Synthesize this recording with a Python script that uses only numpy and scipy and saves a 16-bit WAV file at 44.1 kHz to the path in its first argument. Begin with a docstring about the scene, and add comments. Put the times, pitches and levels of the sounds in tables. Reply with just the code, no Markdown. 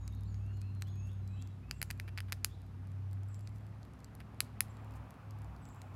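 """Squirrel gnawing dried corn

A squirrel gnaws dried corn close by, in the doorway of a wooden feeder in a back yard. Each bite is a
fracture: impulses ring the modes of the hard kernel and scatter off feeder, jar and trunk.
A far engine drones as a sum of multiples of its cycle; road, rumble and air are shaped noise, the road
swelling towards the end; small birds whistle in the trees as gliding sines."""
import sys
import numpy as np
from scipy import signal
from scipy.fft import rfft, irfft
from scipy.io import wavfile

SR = 44100
rng = np.random.default_rng(int(sys.argv[2]) if len(sys.argv) > 2 else 0)


def wav_out(sig):
    """Save sig, one row per channel (or a flat mono array), as 16-bit PCM at SR to the path in sys.argv[1]."""
    wavfile.write(sys.argv[1], SR, np.round(np.clip(np.atleast_2d(sig).T, -1, 1) * 32767).astype(np.int16))


N = 262395
TIME = np.arange(N) / SR  # seconds

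# Noise spectra of the town rumble, the air, the road and the nearer car's tread.
# Each row: frequency in Hz, relative density in dB per Hz.
RUMBLE_SPECTRUM = [(25, -30.5), (45, 2.5), (80, 9), (140, 3), (250, -4.5), (350, -6), (500, -15.5),
                   (1000, -52)]
AIR_SPECTRUM = [(1500, 5.5), (3000, 4), (5000, 2.5), (8000, -3.5), (12500, -4), (14800, -13),
                (16000, -27.5)]
ROAD_SPECTRUM = [(200, -17), (480, 0), (800, 2), (950, -0.5), (1200, -0.5), (1800, -7), (2600, -12),
                 (3500, -19), (8000, -44)]
CAR_SPECTRUM = [(450, -27), (650, 3.5), (810, 6), (930, 3.5), (1180, 3), (1500, -6.5), (2000, -23.5),
                (2500, -7), (3200, -29.5)]
# Tyre noise from the road, and from one car that draws nearer. Each row: time in seconds, level in dB.
ROAD_LEVEL = [(0, -68), (2.6, -68), (4.4, -64), (4.92, -61), (5.3, -63.5), (5.95, -63.5)]
CAR_LEVEL = [(0, -85), (4.3, -82.5), (4.75, -66), (5.05, -65.5), (5.3, -67.5), (5.95, -63)]

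# Speed of the far eight-cylinder engine. Each row: time in seconds, firing rate in Hz.
ENGINE_SPEED = [(0, 98.1), (0.3, 100.5), (0.7, 97.64), (2.7, 95.25), (3.2, 97.34), (3.5, 103.4), (4, 105.8),
                (5.2, 104.9), (5.95, 96.44)]
# Its firing tone and low exhaust throb, before a small trim. Each row: time in seconds, level in dB.
FIRING_LEVEL = [(0.0, -44.5), (0.38, -40), (1.41, -42), (1.77, -57), (1.84, -47), (2.2, -42.5), (2.67, -51),
                (2.95, -41.5), (3.18, -40), (3.83, -51), (4.01, -64), (4.11, -55), (4.99, -47.5),
                (5.15, -64), (5.29, -46), (5.44, -45.5), (5.57, -57.5), (5.95, -49.5)]
THROB_LEVEL = [(0.0, -46), (0.45, -47), (0.73, -59), (1.09, -50), (1.56, -63), (1.67, -50.5), (2.8, -58),
               (2.92, -68), (3.0, -62), (4.62, -57), (4.67, -62.5), (5.01, -49.5), (5.17, -70),
               (5.49, -48.5), (5.83, -70.5), (5.95, -58)]
# Its weaker lines. 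Each row: multiple of the engine cycle rate, usual level in dB.
ENGINE_ORDERS = [(10, -65.5), (11, -60), (13, -68), (14, -68.5), (16, -64), (19, -76.5), (21, -73.5),
                 (27, -83.5), (30, -81.5)]
# Course of the weaker lines about their usual level. Each row: time in seconds, change in dB.
ORDERS_LEVEL = [(0, 0), (0.75, 5), (1.9, 2), (2.3, -1), (3.5, -1.5), (5.95, -2)]

# Bird calls; levels are before the waver and the trees.
# Soft rising slurs of one bird. Each row: start in seconds, length in seconds, final pitch in Hz.
SLURS = [(0.393, 0.19, 2910), (0.605, .11, 2800), (0.936, 0.18, 2786), (1.281, 0.15, 2760),
         (1.617, .16, 2811), (1.958, 0.14, 2740)]
# Quick, rough upward chirps. Each row: start in seconds, length in seconds, level in dB, final pitch in Hz.
CHIRPS = [(0.114, 0.093, -79, 4350), (0.247, 0.064, -76, 4560), (0.52, 0.067, -81, 7326),
          (0.85, 0.061, -71, 3780), (1.081, .055, -72, 3670), (1.347, 0.1, -73, 3600),
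          (2.489, 0.08, -75, 4000)]
# High buzzy calls that drop in pitch. Each row: start in seconds, length in seconds, level in dB.
SEEPS = [(1.247, 0.26, -84.5), (1.73, 0.14, -73.5), (3.275, 0.11, -75.5), (4.693, 0.026, -74),
         (5.611, 0.14, -75)]
# Thin whistles that settle on one high pitch.
# Each row: start in seconds, length in seconds, level in dB, height of the start above that pitch in Hz.
THIN_WHISTLES = [(0.0, 0.1, -74.5, 423), (0.254, 0.13, -78.5, 1110), (0.881, 0.214, -74, 70)]
# Long, slightly sagging notes of a far bird. Each row: start in seconds, length in seconds, final pitch in Hz.
HELD_NOTES = [(0.0, 0.22, 3690), (0.457, 0.49, 4120), (1.204, .36, 3850)]

# Modes that a crack rings, in four groups from dull to sharp.
# Each row: frequency in Hz, width of one resonance stage in Hz, strength in dB within its group.
BODY_MODES = [(756, 930, -8.5), (1455, 1780, -1), (2042, 1550, -3)]
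RING_MODES = [(4220, 1200, -1), (4710, 770, 0.11)]
BRIGHT_MODES = [(5570, 4700, -0.62), (7540, 970, -0.078)]
TOP_MODES = [(10400, 2180, 0), (12010, 1470, -0.5), (14220, 1500, -6)]
# Soft rustles as the paws turn the kernel. Each row: centre in seconds, half length in seconds, level in dB.
RUSTLES = [(1.078, 0.029, -77), (3.562, 0.016, -76), (4.963, 0.014, -69.5)]
# Teeth scraping over the hull. Each row: start in seconds, length in seconds, level in dB.
SCRAPES = [(1.902, 0.013, -32), (2.078, 0.014, -37.5), (2.179, 0.017, -37), (2.282, 0.018, -46),
           (4.205, 0.011, -44)]
# Cracks of the kernel. Each row: time in seconds, level in dB, then the ring of the hull and the
# sharpness of the snap, both in dB about that level.
CRACKS = [(0.0784, -30, 6, -3), (0.344, -33, -8, -12), (0.6164, -36, 7.5, -2), (0.822, -15.5, -2, -11),
          (1.4233, -32, 5, -6), (1.7113, -7.5, -9.5, -12.5), (1.8164, -3.5, -15.5, -4),
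          (1.8276, -8.5, -4, -0.5), (1.9043, -12.5, -8, -11), (1.91, -15, -7.5, 0.5),
          (1.9992, -8.5, -22, -12.5), (2.176, -14.5, -10, -15), (2.1806, -13.5, -18, -13),
          (2.186, -11.5, -30, -19), (2.2043, -12.5, -19, -9), (2.3229, -4, -10, -10),
          (2.328, -11.5, -4.5, -4), (2.4463, -2.5, -1.5, 2), (2.9178, -47, 5, 4), (3.1312, -38.5, 2.5, 3),
          (3.345, -39.5, 10.5, -1), (3.474, -25.5, -5, -14), (4.0449, -34.5, 7, 2), (4.1516, -43.5, 7, 15),
          (4.2041, -24, -23, -11), (4.405, 1, -4, -3), (4.6064, -1, -9, 4), (5.1067, -32.5, -4, -0.5),
          (5.3086, -40.5, 5.5, 6.5), (5.654, -39.5, 6.5, -3), (5.8176, -29, 2.5, -5)]


def from_db(db):
    """Amplitude ratio: 20 dB is a factor of ten."""
    return 10 ** (np.asarray(db) / 20)


def rms_one(x):
    """Normalisation: scale to unit rms."""
    return x / np.sqrt(np.mean(x ** 2) + 1e-20)


def curve(rows):
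    """Linear interpolation: join (time, value) rows by straight lines."""
    seconds, values = np.transpose(rows)
    return np.interp(TIME, seconds, values)


def drift(rate):
    """Low-passed noise: smooth chance with about `rate` turns a second and unit spread."""
    step = 40  # samples between computed points
    pole = np.exp(-2 * np.pi * rate * step / SR)
    settle = 2000  # points dropped while the filter starts
    white = rng.standard_normal(N // step + settle + 2)
    slow = signal.lfilter([1], [1, -2 * pole, pole * pole], white)[settle:]
    return np.interp(np.arange(N) / step, np.arange(len(slow)), rms_one(slow))


def band(x, low_hz, high_hz, order=2):
    """Band limiting: a causal Butterworth band-pass."""
    edges = [low_hz, min(high_hz, 0.45 * SR)]
    sos = signal.butter(order, edges, "band", fs=SR, output="sos")
    return signal.sosfilt(sos, x + 1e-18)


def coloured_noise(spectrum):
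    """Spectral shaping: steady noise of unit rms, weighted in frequency."""
    hz, db = np.transpose(spectrum)
    bins = np.maximum(np.fft.rfftfreq(N, 1 / SR), 1)
    skirt = np.minimum(bins / hz[0], 1) ** 2  # falls away below the first row
    gain = skirt * from_db(np.interp(np.log(bins), np.log(hz), db))
    return rms_one(irfft(rfft(rng.standard_normal(N)) * gain, N))


def resonance(x, hz, width_hz):
    """Damped oscillator: a two-pole resonance with gain 1 at its peak."""
    r = np.exp(-np.pi * width_hz / SR)
    numerator = [(1 - r * r) / 2, 0, (r * r - 1) / 2]
    denominator = [1, -2 * r * np.cos(2 * np.pi * hz / SR), r * r]
    return signal.lfilter(numerator, denominator, x + 1e-18)


def double_resonance(x, hz, width_hz):
    """Cascade: the same resonance twice, for steep skirts and deep valleys between modes."""
    return resonance(resonance(x, hz, width_hz), hz, width_hz)


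def scatter(x, t60, delay_s, low_hz, high_hz):
    """Diffuse reflection: countless echoes start after a delay and decay 60 dB in each t60 seconds."""
    t = TIME[:SR]
    tail = rng.standard_normal(SR) * from_db(-60 * t / t60) * (t > delay_s)
    tail = tail / np.linalg.norm(tail)  # unit energy before band limiting
    return signal.fftconvolve(x, band(tail, low_hz, high_hz))[:N]


def mottle(x, depth_db, rate):
    """Turbulent fading: moving air makes half-octave bands, centred 512 Hz to 2.9 kHz, swell and fade."""
    octave = np.log2(np.maximum(np.fft.rfftfreq(N, 1 / SR), 1))
    spectrum, out = rfft(x), x
    for centre in np.arange(9, 12, 0.5):
        weight = np.maximum(1 - 2 * np.abs(octave - centre), 0)
        part = irfft(spectrum * weight, N)
        out = out + part * (from_db(depth_db * drift(rate)) - 1)
    return out


def rumble(level_db):
    """Superposition of far sources: low town noise whose level wanders slightly."""
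    return from_db(level_db + 0.43 * drift(1.3)) * coloured_noise(RUMBLE_SPECTRUM)


def air(level_db):
    """Broadband noise: a thin, steady hiss of air."""
    return from_db(level_db) * coloured_noise(AIR_SPECTRUM)


def hollow(hz, width_hz, level_db):
    """Narrow-band resonance: noise through sharp poles hangs in the rumble as a faint, hollow note."""
    return from_db(level_db) * rms_one(double_resonance(rng.standard_normal(N), hz, width_hz))


def road():
    """Tyre noise: shaped noise from a road, mottled by the air on its way."""
    return from_db(curve(ROAD_LEVEL)) * mottle(coloured_noise(ROAD_SPECTRUM), depth_db=1.62, rate=21.0)


def nearer_car():
    """Tread hum: a band of tyre noise grows as one car draws nearer."""
    return from_db(curve(CAR_LEVEL)) * mottle(coloured_noise(CAR_SPECTRUM), depth_db=3.5, rate=20)


def engine(firing_trim_db, throb_trim_db, fade_db, wander):
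    """Periodic excitation: eight firings a cycle; uneven pulses add multiples that fade over the distance."""
    cycle = 2 * np.pi * np.cumsum(curve(ENGINE_SPEED) / 8) / SR  # phase in radians
    firing = from_db(curve(FIRING_LEVEL) + firing_trim_db) * np.sin(8 * cycle)
    throb = from_db(curve(THROB_LEVEL) + throb_trim_db) * np.sin(5 * cycle)
    out = firing + throb
    orders_db = curve(ORDERS_LEVEL)
    for multiple, db in ENGINE_ORDERS:
        # wander in radians
        phase = multiple * cycle + wander * drift(4.16) + 2 * np.pi * rng.random()
        out += from_db(db + orders_db + fade_db * drift(1.96)) * np.sin(phase)
    return np.sqrt(2) * out  # levels count as rms


def note(start, length, db, end_hz, offset_hz, bend, warble_hz, warble):
    """Frequency modulation: a swelling sine glides from an offset to its final pitch; bend 1 is even."""
    now = np.flatnonzero((TIME >= start) & (TIME < start + length))
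    u = np.linspace(0, 1, len(now))
    hz = end_hz + offset_hz * (1 - u) ** bend + warble_hz * warble[now]
    swell = np.sqrt(2 * np.abs(np.sin(np.pi * u)))
    out = np.zeros(N)
    out[now] = from_db(db) * swell * np.sin(2 * np.pi * np.cumsum(hz) / SR)
    return out


def birds(waver_db, direct_db, trees_db):
    """Direct and scattered sound: five kinds of gliding call share one waver and are blurred by the trees."""
    warble = drift(138)
    waver = from_db(waver_db * drift(49))
    calls = np.zeros(N)
    for start, length, hz in SLURS:
        calls += note(start, length, -75.5, hz, offset_hz=-370, bend=1.3, warble_hz=12, warble=warble)
    for start, length, db, hz in CHIRPS:
        calls += note(start, length, db, hz, offset_hz=-680, bend=1.1, warble_hz=162, warble=warble)
    for start, length, db in SEEPS:
        calls += note(start, length, db, 7400, offset_hz=600, bend=3.5, warble_hz=259, warble=warble)
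    for start, length, db, drop_hz in THIN_WHISTLES:
        calls += note(start, length, db, 6540, offset_hz=drop_hz, bend=2.2, warble_hz=30, warble=warble)
    for start, length, hz in HELD_NOTES:
        calls += note(start, length, -79.5, hz, offset_hz=199.8, bend=2.2, warble_hz=30.5, warble=warble)
    song = waver * calls
    trees = scatter(song, t60=0.6, delay_s=0.02, low_hz=1490, high_hz=11100)
    return from_db(direct_db) * song + from_db(trees_db) * trees


def feeder(x, jar_delay_s, jar_db, near_db, spray_db, yard_db):
    """Early and late reflection: a glint off the glass jar, scatter from wood and bark, a wash from the yard."""
    jar = np.interp(TIME - jar_delay_s, TIME, band(x, 5000, 13870), left=0)
    near = scatter(x, t60=0.08, delay_s=0.0026, low_hz=910.0, high_hz=13900)
    yard = scatter(x, t60=0.55, delay_s=0.0365, low_hz=704, high_hz=6700)
    # gathered from all directions, the later scatter loses the colour of the modes and is evenly bright
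    seconds, db, ring_db, snap_db = np.transpose(CRACKS)
    strength = np.mean(from_db([db, db + ring_db, db + snap_db]), axis=0)
    cracks = np.bincount((seconds * SR).astype(int), strength, N)
    spray = scatter(cracks, t60=0.18, delay_s=0.0061, low_hz=2450, high_hz=13500)
    late = from_db(spray_db) * spray + from_db(yard_db) * yard
    return x + from_db(jar_db) * jar + from_db(near_db) * near + late


def rustles(low_hz, high_hz):
    """Friction noise: fur and claws brush the hull with a brief, fine hiss."""
    touch = np.zeros(N)
    for centre, half_length, db in RUSTLES:
        touch += from_db(db) * np.exp(-((TIME - centre) / half_length) ** 2)
    return touch * rms_one(band(rng.standard_normal(N), low_hz, high_hz))


def kernel(at, levels_db, spread_db, tear_s):
    """Modal excitation: each fracture strikes every mode with chance strength, in the instant it tears."""
    out = np.zeros(N)
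    for modes, level_db in zip((BODY_MODES, RING_MODES, BRIGHT_MODES, TOP_MODES), levels_db):
        for hz, width_hz, mode_db in modes:
            strength_chance, tear_chance = rng.standard_normal((2, len(at)))
            strength = from_db(level_db + mode_db + spread_db * strength_chance)
            onset = np.minimum((at + tear_s * np.abs(tear_chance)) * SR, N - 1).astype(int)
            out += double_resonance(np.bincount(onset, strength, N), hz, width_hz)
    return band(out, 280, 19700)


def crumbs(level_db, size_db, colour_db, count):
    """Random impulses: faint ticks of chewing, scattered evenly in time."""
    when, size = rng.random((2, count))
    levels_db = [level_db + size_db * size + group_db for group_db in colour_db]
    return kernel(when * N / SR, levels_db, spread_db=4.0, tear_s=0.00012)


def scrapes(slips_per_s, dulling_db):
    """Stick-slip: a tooth skids over the hull in a quick run of dull little fractures."""
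    start, length, db = np.transpose(SCRAPES)
    slips = np.ceil(length * slips_per_s).astype(int)
    stroke = np.repeat(np.arange(len(start)), slips)  # the scrape each slip belongs to
    at = start[stroke] + length[stroke] * rng.random(len(stroke))
    levels_db = [db[stroke] + group_db for group_db in dulling_db]
    return kernel(at, levels_db, spread_db=2.0, tear_s=0.00047)


def bites(splinter_db, splinter_s):
    """Brittle fracture: the incisors break off a piece and a smaller splinter gives way right after."""
    seconds, db, ring_db, snap_db = np.transpose(CRACKS)
    # the low ring modes take only a share of the hull's ring
    levels_db = [db, db + 1.5 + 0.41 * ring_db, db + ring_db, db + snap_db]
    breaks = kernel(seconds, levels_db, spread_db=1.9, tear_s=0.00005)
    later = seconds + splinter_s * (0.5 + rng.random(len(seconds)))
    smaller_db = [level + splinter_db for level in levels_db]
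    return breaks + kernel(later, smaller_db, spread_db=0.5, tear_s=0.00022)


def scene():
    """Linear superposition: the squirrel close by, everything else far behind it."""
    outdoors = rumble(level_db=-57) + air(level_db=-78) + road() + nearer_car()
    outdoors = outdoors + hollow(hz=254.3, width_hz=20.2, level_db=-67.0)
    drone = engine(firing_trim_db=0.07, throb_trim_db=0.4, fade_db=3.5, wander=0.8)
    song = birds(waver_db=2.5, direct_db=1.0, trees_db=-3)
    # colour and dulling: one value for each mode group, from dull to sharp
    gnawing = rustles(low_hz=4350, high_hz=13900)
    gnawing = gnawing + crumbs(level_db=-54, size_db=7, colour_db=(6.18, 6, 4.2, 5.3), count=70)
    gnawing = gnawing + scrapes(slips_per_s=750, dulling_db=(10.5, -0.5, -14.5, -6.5))
    gnawing = gnawing + bites(splinter_db=-9.0, splinter_s=0.0006)
    squirrel = feeder(gnawing, jar_delay_s=0.012, jar_db=-34.5, near_db=-19.5, spray_db=-27.0, yard_db=-32.0)
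    return (outdoors + drone + song + squirrel)[None]


def record(dry):
    """Low-pass filtering: an elliptic filter cuts the top steeply above 16.4 kHz."""
    sos = signal.ellip(10, 0.1, 80, 16400, fs=SR, output="sos")  # 0.1 dB ripple, 80 dB stop band
    return signal.sosfilt(sos, dry)


dry = scene()
out = record(dry)
wav_out(out)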